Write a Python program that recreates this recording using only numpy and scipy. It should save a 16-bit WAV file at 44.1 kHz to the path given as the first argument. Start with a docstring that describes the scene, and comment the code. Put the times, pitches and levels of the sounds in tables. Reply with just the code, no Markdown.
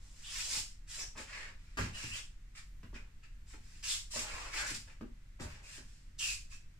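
"""A bare room with a board floor, where a player dribbles a ball with a wooden stick.
The blade scrapes over grit in strokes and sometimes chatters into a gliding note.
The ball is tapped and dragged, at times with a hollow, rising ring; the blade drops on the floor.
The boards shake under the load and hard walls blur stick and ball.
A low rumble and a faint hiss lie underneath."""
import sys
import numpy as np
from scipy import signal
from scipy.fft import rfft, irfft
from scipy.io import wavfile
from scipy.ndimage import uniform_filter1d, map_coordinates

SR = 44100
rng = np.random.default_rng(int(sys.argv[2]) if len(sys.argv) > 2 else 0)


def wrap_up_sound(samples):
    """Save the sound to the file named by the first command line argument, as 16-bit audio."""
    columns = np.atleast_2d(samples).T
    # keep every value between -1 and 1, then stretch to whole-number steps
    tamed = np.clip(columns, -1, 1)
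    steps = np.round(tamed * 32767).astype(np.int16)
    wavfile.write(sys.argv[1], SR, steps)


N = 299785


def from_db(db):
    """Decibels to gain."""
    return 10 ** (np.asarray(db) / 20)


def unit_rms(x):
    """Scale to rms 1."""
    return x / np.sqrt(np.mean(x ** 2) + 1e-20)


def unit_energy(x):
    """Scale a response so that white noise keeps its power through it."""
    return x / np.sqrt(np.sum(x ** 2, axis=-1, keepdims=True) + 1e-20)


def at_hz(points, hz):
    """Read a table on a log-frequency axis."""
    known, values = np.transpose(points)
    return np.interp(np.log(np.maximum(hz, 1)), np.log(known), values)


def wander(steps):
    """Random modulator that glides to a new value each time steps rises by one."""
    return np.interp(steps, np.arange(N), rng.standard_normal(N))


def through(x, response):
    """Pass a sound through an impulse response."""
    return signal.oaconvolve(x, response)[:N]


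def body(spectrum, resonances=(), size=8192):
    """Minimum-phase response: a broad EQ curve with narrow resonances on top."""
    hz = np.linspace(0, SR / 2, size // 2 + 1)
    peaks_db = sum(lift / (1 + (2 * (hz - centre) / width) ** 2) for centre, width, lift in resonances)
    cepstrum = irfft(np.log(from_db(at_hz(spectrum, hz) + peaks_db)))
    return unit_energy(irfft(np.exp(rfft(2 * cepstrum[:size // 2], size))))


def pushes(starts, lengths, attacks_s, swells_db, levels_db, arch_db, release_t60_s):
    """Envelope of pushes: each bites, arches with its speed and dies away as the contact lifts."""
    power = np.zeros(N)
    cues = np.broadcast(starts, lengths, attacks_s, swells_db, levels_db)
    for start, length, attack_s, swell_db, level_db in cues:
        first = max(int(start * SR), 0)
        t = np.arange(min(SR, N - first)) / SR
        progress = np.minimum(t / length, 1)
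        attack = np.minimum(t / attack_s, 1)
        hold_db = level_db + swell_db * (progress - .5) - arch_db * (2 * progress - 1) ** 2
        release_db = -60 * np.maximum(t - length, 0) / release_t60_s
        power[first:first + len(t)] += (attack * from_db(hold_db + release_db)) ** 2
    return np.sqrt(power)


def friction(slips_per_s, size_db, judder_db, judder_hz, steady_s=0.026):
    """Tiny uneven slips, bunched by the judder of the contact; the hand steadies the mean pressure."""
    slips = (rng.random(N) < slips_per_s / SR) * rng.choice([-1, 1], N)
    sizes = from_db(size_db * np.minimum(rng.exponential(1, N), 4))
    judder = from_db(judder_db * unit_rms(wander(np.arange(N) / SR * judder_hz)))
    mean_pressure = np.sqrt(uniform_filter1d(judder ** 2, int(steady_s * SR)))
    return unit_rms(slips * sizes * judder / mean_pressure)


# Woody resonances of the stick: (frequency [Hz], width [Hz], boost [dB])
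STICK_RESONANCES = [(546, 160, 6.5), (863, 38, 1.5), (1496, 25, 2), (1665, 82, 3.5), (2435, 115, 2.5),
                    (2590, 130, 2), (2803, 340, 3), (5550, 560, 2), (7080, 800, 4.5), (7720, 900, 7)]
# Bright EQ of the blade's edge: (frequency [Hz], level [dB])
HISS_EQ = [(100, -32), (500, -26), (1500, -17), (3000, -1), (4000, 2), (5200, 5), (7800, -2), (9200, -1),
           (10500, -10.5), (15000, -18)]
# Midrange EQ of the whole blade: (frequency [Hz], level [dB])
RASP_EQ = [(200, -50), (1000, -3.5), (1500, 2), (2100, 6), (2700, 2), (3300, -3), (5000, -3.5),
           (8000, -16.5), (12000, -37)]
# Blade strokes: (start [s], length [s], attack [s], swell [dB], hiss level [dB], rasp level [dB])
BLADE_STROKES = [(0.0, 0.72, 0.0012, 2, -62.5, -75), (0.151, 0.26, 0.0083, 29.5, -50, -56),
                 (0.41, 0.11, 0.014, -1, -42, -60), (0.488, 0.11, 0.015, 0.5, -36.5, -47.5),
                 (0.864, 0.12, 0.035, 2.5, -46.5, -54.5), (0.97, 0.059, 0.017, 1, -44.5, -50.5),
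                 (1.155, 0.069, 0.02, -1.5, -50.5, -49.5), (1.237, 0.26, 0.12, -13.5, -59.5, -48.5),
                 (1.558, 0.24, 0.018, 0, -75, -69), (1.768, 0.12, 0.01, -15.5, -53, -46.5),
                 (1.929, 0.18, 0.0082, 0.5, -48.5, -50), (2.108, 0.079, 0.016, 7.5, -46.5, -50),
                 (2.535, 0.065, 0.029, -3, -55.5, -54), (2.936, 0.036, 0.0069, -1, -65, -52.5),
                 (3.229, 0.019, 0.002, -3, -71, -59.5), (3.455, 0.09, 0.032, 1, -60, -63.5),
                 (3.583, 0.23, 0.027, 7, -65, -68), (3.825, 0.041, 0.004, 1, -41, -49),
                 (3.859, 0.14, 0.038, -24, -38.5, -50.5), (4.093, 0.13, 0.033, 3.5, -40, -51),
                 (4.237, 0.33, 0.034, -11, -54, -50), (4.508, 0.11, 0.015, 7.5, -43, -40.5),
                 (4.626, 0.081, 0.016, 11.5, -43.5, -45.5), (4.738, 0.028, 0.007, -16, -43.5, -49),
                 (4.862, 0.077, 0.043, -25, -66, -60), (5.392, 0.047, 0.024, -3, -49, -67),
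                 (5.472, 0.15, 0.024, -18, -67.5, -59.5), (5.621, .16, 0.0051, 9, -55, -58.5),
                 (5.832, 0.27, 0.037, -18, -70.5, -78), (6.18, 0.16, 0.015, -3.5, -38.5, -51),
                 (6.491, 0.055, 0.033, -6, -52.5, -58.5)]


def blade_scrape():
    """The edge hisses over the grit; pressed down, the whole blade rasps."""
    *shape, hiss_db, rasp_db = np.transpose(BLADE_STROKES)
    edge, pressure = (pushes(*shape, db, arch_db=4, release_t60_s=0.04) for db in (hiss_db, rasp_db))
    hiss = edge * friction(slips_per_s=18000, size_db=-1.0, judder_db=3.5, judder_hz=150)
    rasp = pressure * friction(slips_per_s=7000, size_db=2.0, judder_db=6.0, judder_hz=130)
    return through(hiss, body(HISS_EQ, STICK_RESONANCES)) + through(rasp, body(RASP_EQ, STICK_RESONANCES))


# Dull EQ of the rubbing ball: (frequency [Hz], level [dB])
RUB_EQ = [(80, -16.5), (250, -6), (400, -5), (550, -7), (900, -1), (1400, -3), (2500, -9), (8000, -44)]
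# Drags of the ball: (start [s], length [s], swell [dB], level [dB])
BALL_DRAGS = [(0.0, 0.34, -9, -78), (0.358, 0.22, 10, -62), (0.94, 0.072, 25.5, -65),
              (1.148, 0.049, 6, -52), (1.298, 0.23, -10, -60.5), (1.833, 0.072, -1, -58.5),
              (1.945, 0.11, -12, -64), (2.149, 0.035, -7, -61.5), (2.946, 0.13, -16, -68.5),
              (4.132, 0.36, -5.5, -53), (4.536, 0.19, -7.5, -53), (4.866, 0.12, -22, -74),
              (5.389, 0.077, -4, -52), (5.481, 0.34, -6, -69)]


def ball_drag(attack_s=0.0058):
    """The ball rubs between blade and boards with a duller grain."""
    starts, lengths, swells_db, levels_db = np.transpose(BALL_DRAGS)
    envelope = pushes(starts, lengths, attack_s, swells_db, levels_db, arch_db=2.0, release_t60_s=0.14)
    grain = friction(slips_per_s=3100, size_db=2.5, judder_db=3.5, judder_hz=100)
    return through(envelope * grain, body(RUB_EQ, STICK_RESONANCES))


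# Low end of the room tone: (frequency [Hz], level [dB])
RUMBLE_EQ = [(20, 2), (45, 0.5), (62, -13.5), (85, -9.5), (120, -16.5), (200, -26), (320, -34.5),
             (600, -73)]
# Airy top of the room tone: (frequency [Hz], level [dB])
AIR_EQ = [(400, -2.5), (800, -7), (2000, 0.5), (3300, -6.5), (5500, -8.5), (7800, -9), (10500, -18.5),
          (15000, -20.5)]


def room_tone(rumble_db=-51, air_db=-71, side_db=-30):
    """A steady bed of near-mono rumble and faint, wide hiss."""
    mid, side = (through(rng.standard_normal(N), body(RUMBLE_EQ)) for _ in range(2))
    rumble = mid + from_db(side_db) * side * [[1], [-1]]
    air = np.array([through(rng.standard_normal(N), body(AIR_EQ)) for _ in range(2)])
    return from_db(rumble_db) * rumble + from_db(air_db) * air


# Rough gliding notes, the blade's chatter and the dragged ball's hollow, rising ring:
# (start [s], length [s], level [dB], first pitch [Hz], last pitch [Hz], held in step [cycles])
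GLIDING_NOTES = [(0.233, 0.22, -54.5, 3260, 3708, 2.78), (0.994, 0.045, -45.5, 5770, 5500, 3.1),
                 (1.319, 0.16, -53, 2164, 1759, 2.6), (1.931, 0.18, -54, 2928, 2558, 3.85),
                 (2.11, 0.075, -47, 2702, 3356, 3), (2.555, 0.0442, -61, 2300, 2050, 4.8),
                 (2.947, 0.035, -58.5, 2498, 2250, 3.5), (3.224, .03, -65, 2630, 2590, 3),
                 (3.83, 0.027, -47, 2753, 2800, 3.1), (3.882, 0.064, -43, 3650, 3200, 2.3),
                 (4.33, 0.18, -52.5, 955.4, 1250, 1.6), (4.523, 0.0393, -47.5, 2257, 2050, 4.5),
                 (4.575, 0.141, -46.5, 1557, 1590, 3.1), (5.629, 0.16, -65.5, 2540, 2896, 5.1),
                 (6.19, 0.12, -40.5, 3013, 2447, 4), (6.509, 0.035, -58.5, 2600, 2560, 6)]


def chatter_and_ring(attack_s=0.0077, swell_db=-9.5):
    """Slips lock loosely to a gliding resonance; the sooner they lose step, the rougher the note."""
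    starts, lengths, levels_db, first_hz, last_hz, cycles_held = np.transpose(GLIDING_NOTES)
    t = np.arange(N) / SR
    note = np.maximum(np.searchsorted(starts, t) - 1, 0)
    glide = np.clip((t - starts[note]) / lengths[note], 0, 1)
    hz = first_hz[note] + (last_hz - first_hz)[note] * glide
    envelope = pushes(starts, lengths, attack_s, swell_db, levels_db, arch_db=1.5, release_t60_s=0.079)
    phase = 2 * np.pi * np.cumsum(hz) / SR
    lapses = np.cumsum(hz / cycles_held[note]) / SR
    tone = unit_rms(wander(lapses) * np.cos(phase) + wander(lapses) * np.sin(phase))
    flat_eq = [(1, 0), (SR, 0)]
    return through(envelope * tone, body(flat_eq, STICK_RESONANCES))


def ringing(modes):
    """Response of a struck object: dying sines of alternating polarity."""
    t = np.arange(SR) / SR
    return unit_energy(sum((-1) ** k * from_db(db - 60 * t / t60) * np.sin(2 * np.pi * hz * t)
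                           for k, (hz, db, t60) in enumerate(modes)))


# Boom of the floorboards: (frequency [Hz], level [dB], t60 [s])
BOOM_MODES = [(62, -7, 0.63), (85.7, 7.5, 0.19), (114.6, 4.5, 0.19), (168, 3, 0.13)]
# Thud of the ball contact: (frequency [Hz], level [dB], t60 [s])
BALL_MODES = [(221.5, -0.5, 0.09), (240.2, -0.5, 0.15), (288.4, 4.5, 0.037), (376, -2, 0.058),
              (515, 1, 0.013), (935, -9, 0.031)]
# EQ of a hit on the stick: (frequency [Hz], level [dB])
CLACK_EQ = [(150, -12.5), (700, -2.5), (1300, 1.5), (2300, -4), (3300, -12), (5000, -14), (8000, -25.5),
            (12000, -29.5)]
# Hits of blade and ball: (time [s], boom [dB], thud [dB], clack [dB], crunch [dB])
HITS = [(0.564, -42.5, -52, -71, -65), (1.171, -56, -49.5, -67, -60), (1.7723, -52, -38, -39, -36.5),
        (1.7875, -35, -37, -32.5, -42.5), (1.811, -29.5, -53, -57, -60), (1.83, -34.5, -41.5, -54, -47),
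        (2.035, -37, -45.5, -55, -58), (2.832, -44.5, -52, -56, -53), (2.929, -60, -47, -66, -59),
        (3.537, -67, -52, -54.5, -52), (4.159, -50, -43.5, -55, -38), (4.708, -40, -44.5, -56, -52),
        (5.01, -48, -37, -55, -52.5), (5.399, -35.5, -38, -45.5, -46.5), (5.436, -40, -53, -60, -60),
        (5.779, -56, -50, -58, -57)]


def knocks(crunch_t60_s=0.06, level_window_s=0.005):
    """Each hit booms and thuds; a square one clacks in the stick, a glancing one crunches over grit."""
    times, *levels_db = np.transpose(HITS)
    impulses = np.zeros((4, N))
    impulses[:, np.round(times * SR).astype(int)] = from_db(levels_db) * np.sqrt(level_window_s * SR)
    boom, thud, clack, glance = impulses
    t = np.arange(SR // 10) / SR
    crunch_decay = unit_energy(from_db(-60 * t / crunch_t60_s))
    crunch_envelope = np.sqrt(np.abs(through(glance ** 2, crunch_decay ** 2)))
    crunch = crunch_envelope * rng.standard_normal(N)
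    stick = through(clack + crunch, body(CLACK_EQ, STICK_RESONANCES))
    return through(boom, ringing(BOOM_MODES)) + through(thud, ringing(BALL_MODES)) + stick


# Sub-heavy EQ of the shaking boards: (frequency [Hz], level [dB])
BOARD_EQ = [(20, -17), (36, -1), (47, 10), (62, -9.5), (87, -5), (125, -14), (200, -23.5), (400, -52)]
# Loads from the rolling ball and shifting weight: (start [s], length [s], level [dB])
BOARD_LOADS = [(1.752, 0.1, -42), (2.624, 0.4, -54), (3.303, 0.6, -59), (4.17, 0.26, -51.5),
               (4.545, 0.17, -53.5), (5.412, 0.12, -45.5), (6.221, 0.19, -56.5)]


def board_rumble():
    """The floor rumbles under load; its long waves reach both microphones alike."""
    starts, lengths, levels_db = np.transpose(BOARD_LOADS)
    load = pushes(starts, lengths, attacks_s=0.046, swells_db=0, levels_db=levels_db,
                  arch_db=2.5, release_t60_s=0.18)
    return through(load * rng.standard_normal(N), body(BOARD_EQ))


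# Reverb time of the bare room: (frequency [Hz], t60 [s])
REVERB_DECAY = [(100, 0.5), (300, 0.3), (1000, 0.28), (6000, 0.32), (14000, 0.29)]


def reflections(echoes=6, echo_db=-11, build_s=0.00062, side_cut_hz=300):
    """Stereo reverb of one spot: a few wall echoes and a diffuse tail that dies band by band."""
    t = np.arange(SR) / SR
    hz = np.arange(SR // 2 + 1)
    noise_spectra = rfft(rng.standard_normal((2, SR)))
    build = 1 - np.exp(-t / build_s)
    response = np.zeros((2, SR))
    edges_hz = np.geomspace(40, SR / 2, 15)
    for low, high in zip(edges_hz, edges_hz[1:]):
        band = irfft(noise_spectra * ((hz >= low) & (hz < high)), SR)
        decay = from_db(-60 * t / at_hz(REVERB_DECAY, np.sqrt(low * high)))
        response += unit_energy(band * build * decay) * np.sqrt((high - low) / SR)
    for part in response:
        arrivals = (rng.uniform(.002, .022, echoes) * SR).astype(int)
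        part[arrivals] += from_db(echo_db) * unit_energy(rng.standard_normal(echoes))
    mid, side = response
    # long waves reach both microphones alike
    side = signal.sosfilt(signal.butter(3, side_cut_hz, "high", fs=SR, output="sos"), side)
    return mid + side * [[1], [-1]]


# The play swings from side to side: (time [s], lead of the left side [ms], left minus right [dB])
PAN_PATH = [(1, -0.03, -0.4), (1.35, 0.057, 0), (1.8, 0.23, -0.4), (3.1, 0.01, 0), (3.9, -0.052, -0.5),
            (4.3, -0.13, 0.3), (5.5, 0.18, 0.4), (6.3, -0.059, -1)]


def room(send, direct, spots=6, spots_per_s=36):
    """Direct sound reaches the nearer microphone first; the moving source crossfades between reverbs."""
    samples = np.arange(N)
    times, *columns = np.transpose(PAN_PATH)
    lead_ms, balance_db = (np.interp(samples / SR, times, column) for column in columns)
    lead = lead_ms * SR / 1000
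    stereo = np.array([map_coordinates(direct, [samples + sign * lead / 2], order=3) for sign in (1, -1)])
    position = samples / SR * spots_per_s
    for spot in range(spots):
        distance = np.abs((position - spot + spots / 2) % spots - spots / 2)   # the spots form a loop
        here = send * np.cos(np.pi / 2 * np.minimum(distance, 1))
        stereo += np.array([through(here, channel) for channel in reflections()])
    return stereo * from_db(balance_db / 2 * [[1], [-1]])


def scene(scrape_direct_db=-7.0, knock_direct_db=-5.5):
    """Stick and ball play in the room, over the rumble of the boards and the room tone."""
    scrapes = blade_scrape() + chatter_and_ring() + ball_drag()
    hits = knocks()
    direct = from_db(scrape_direct_db) * scrapes + from_db(knock_direct_db) * hits
    return room(scrapes + hits, direct) + board_rumble() + room_tone()


def record(dry):
    """A steep low-pass takes the very top off the mix."""
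    cutoff_hz = 15400
    return signal.sosfilt(signal.ellip(10, .1, 70, cutoff_hz, fs=SR, output="sos"), dry)


dry = scene()
out = record(dry)
wrap_up_sound(out)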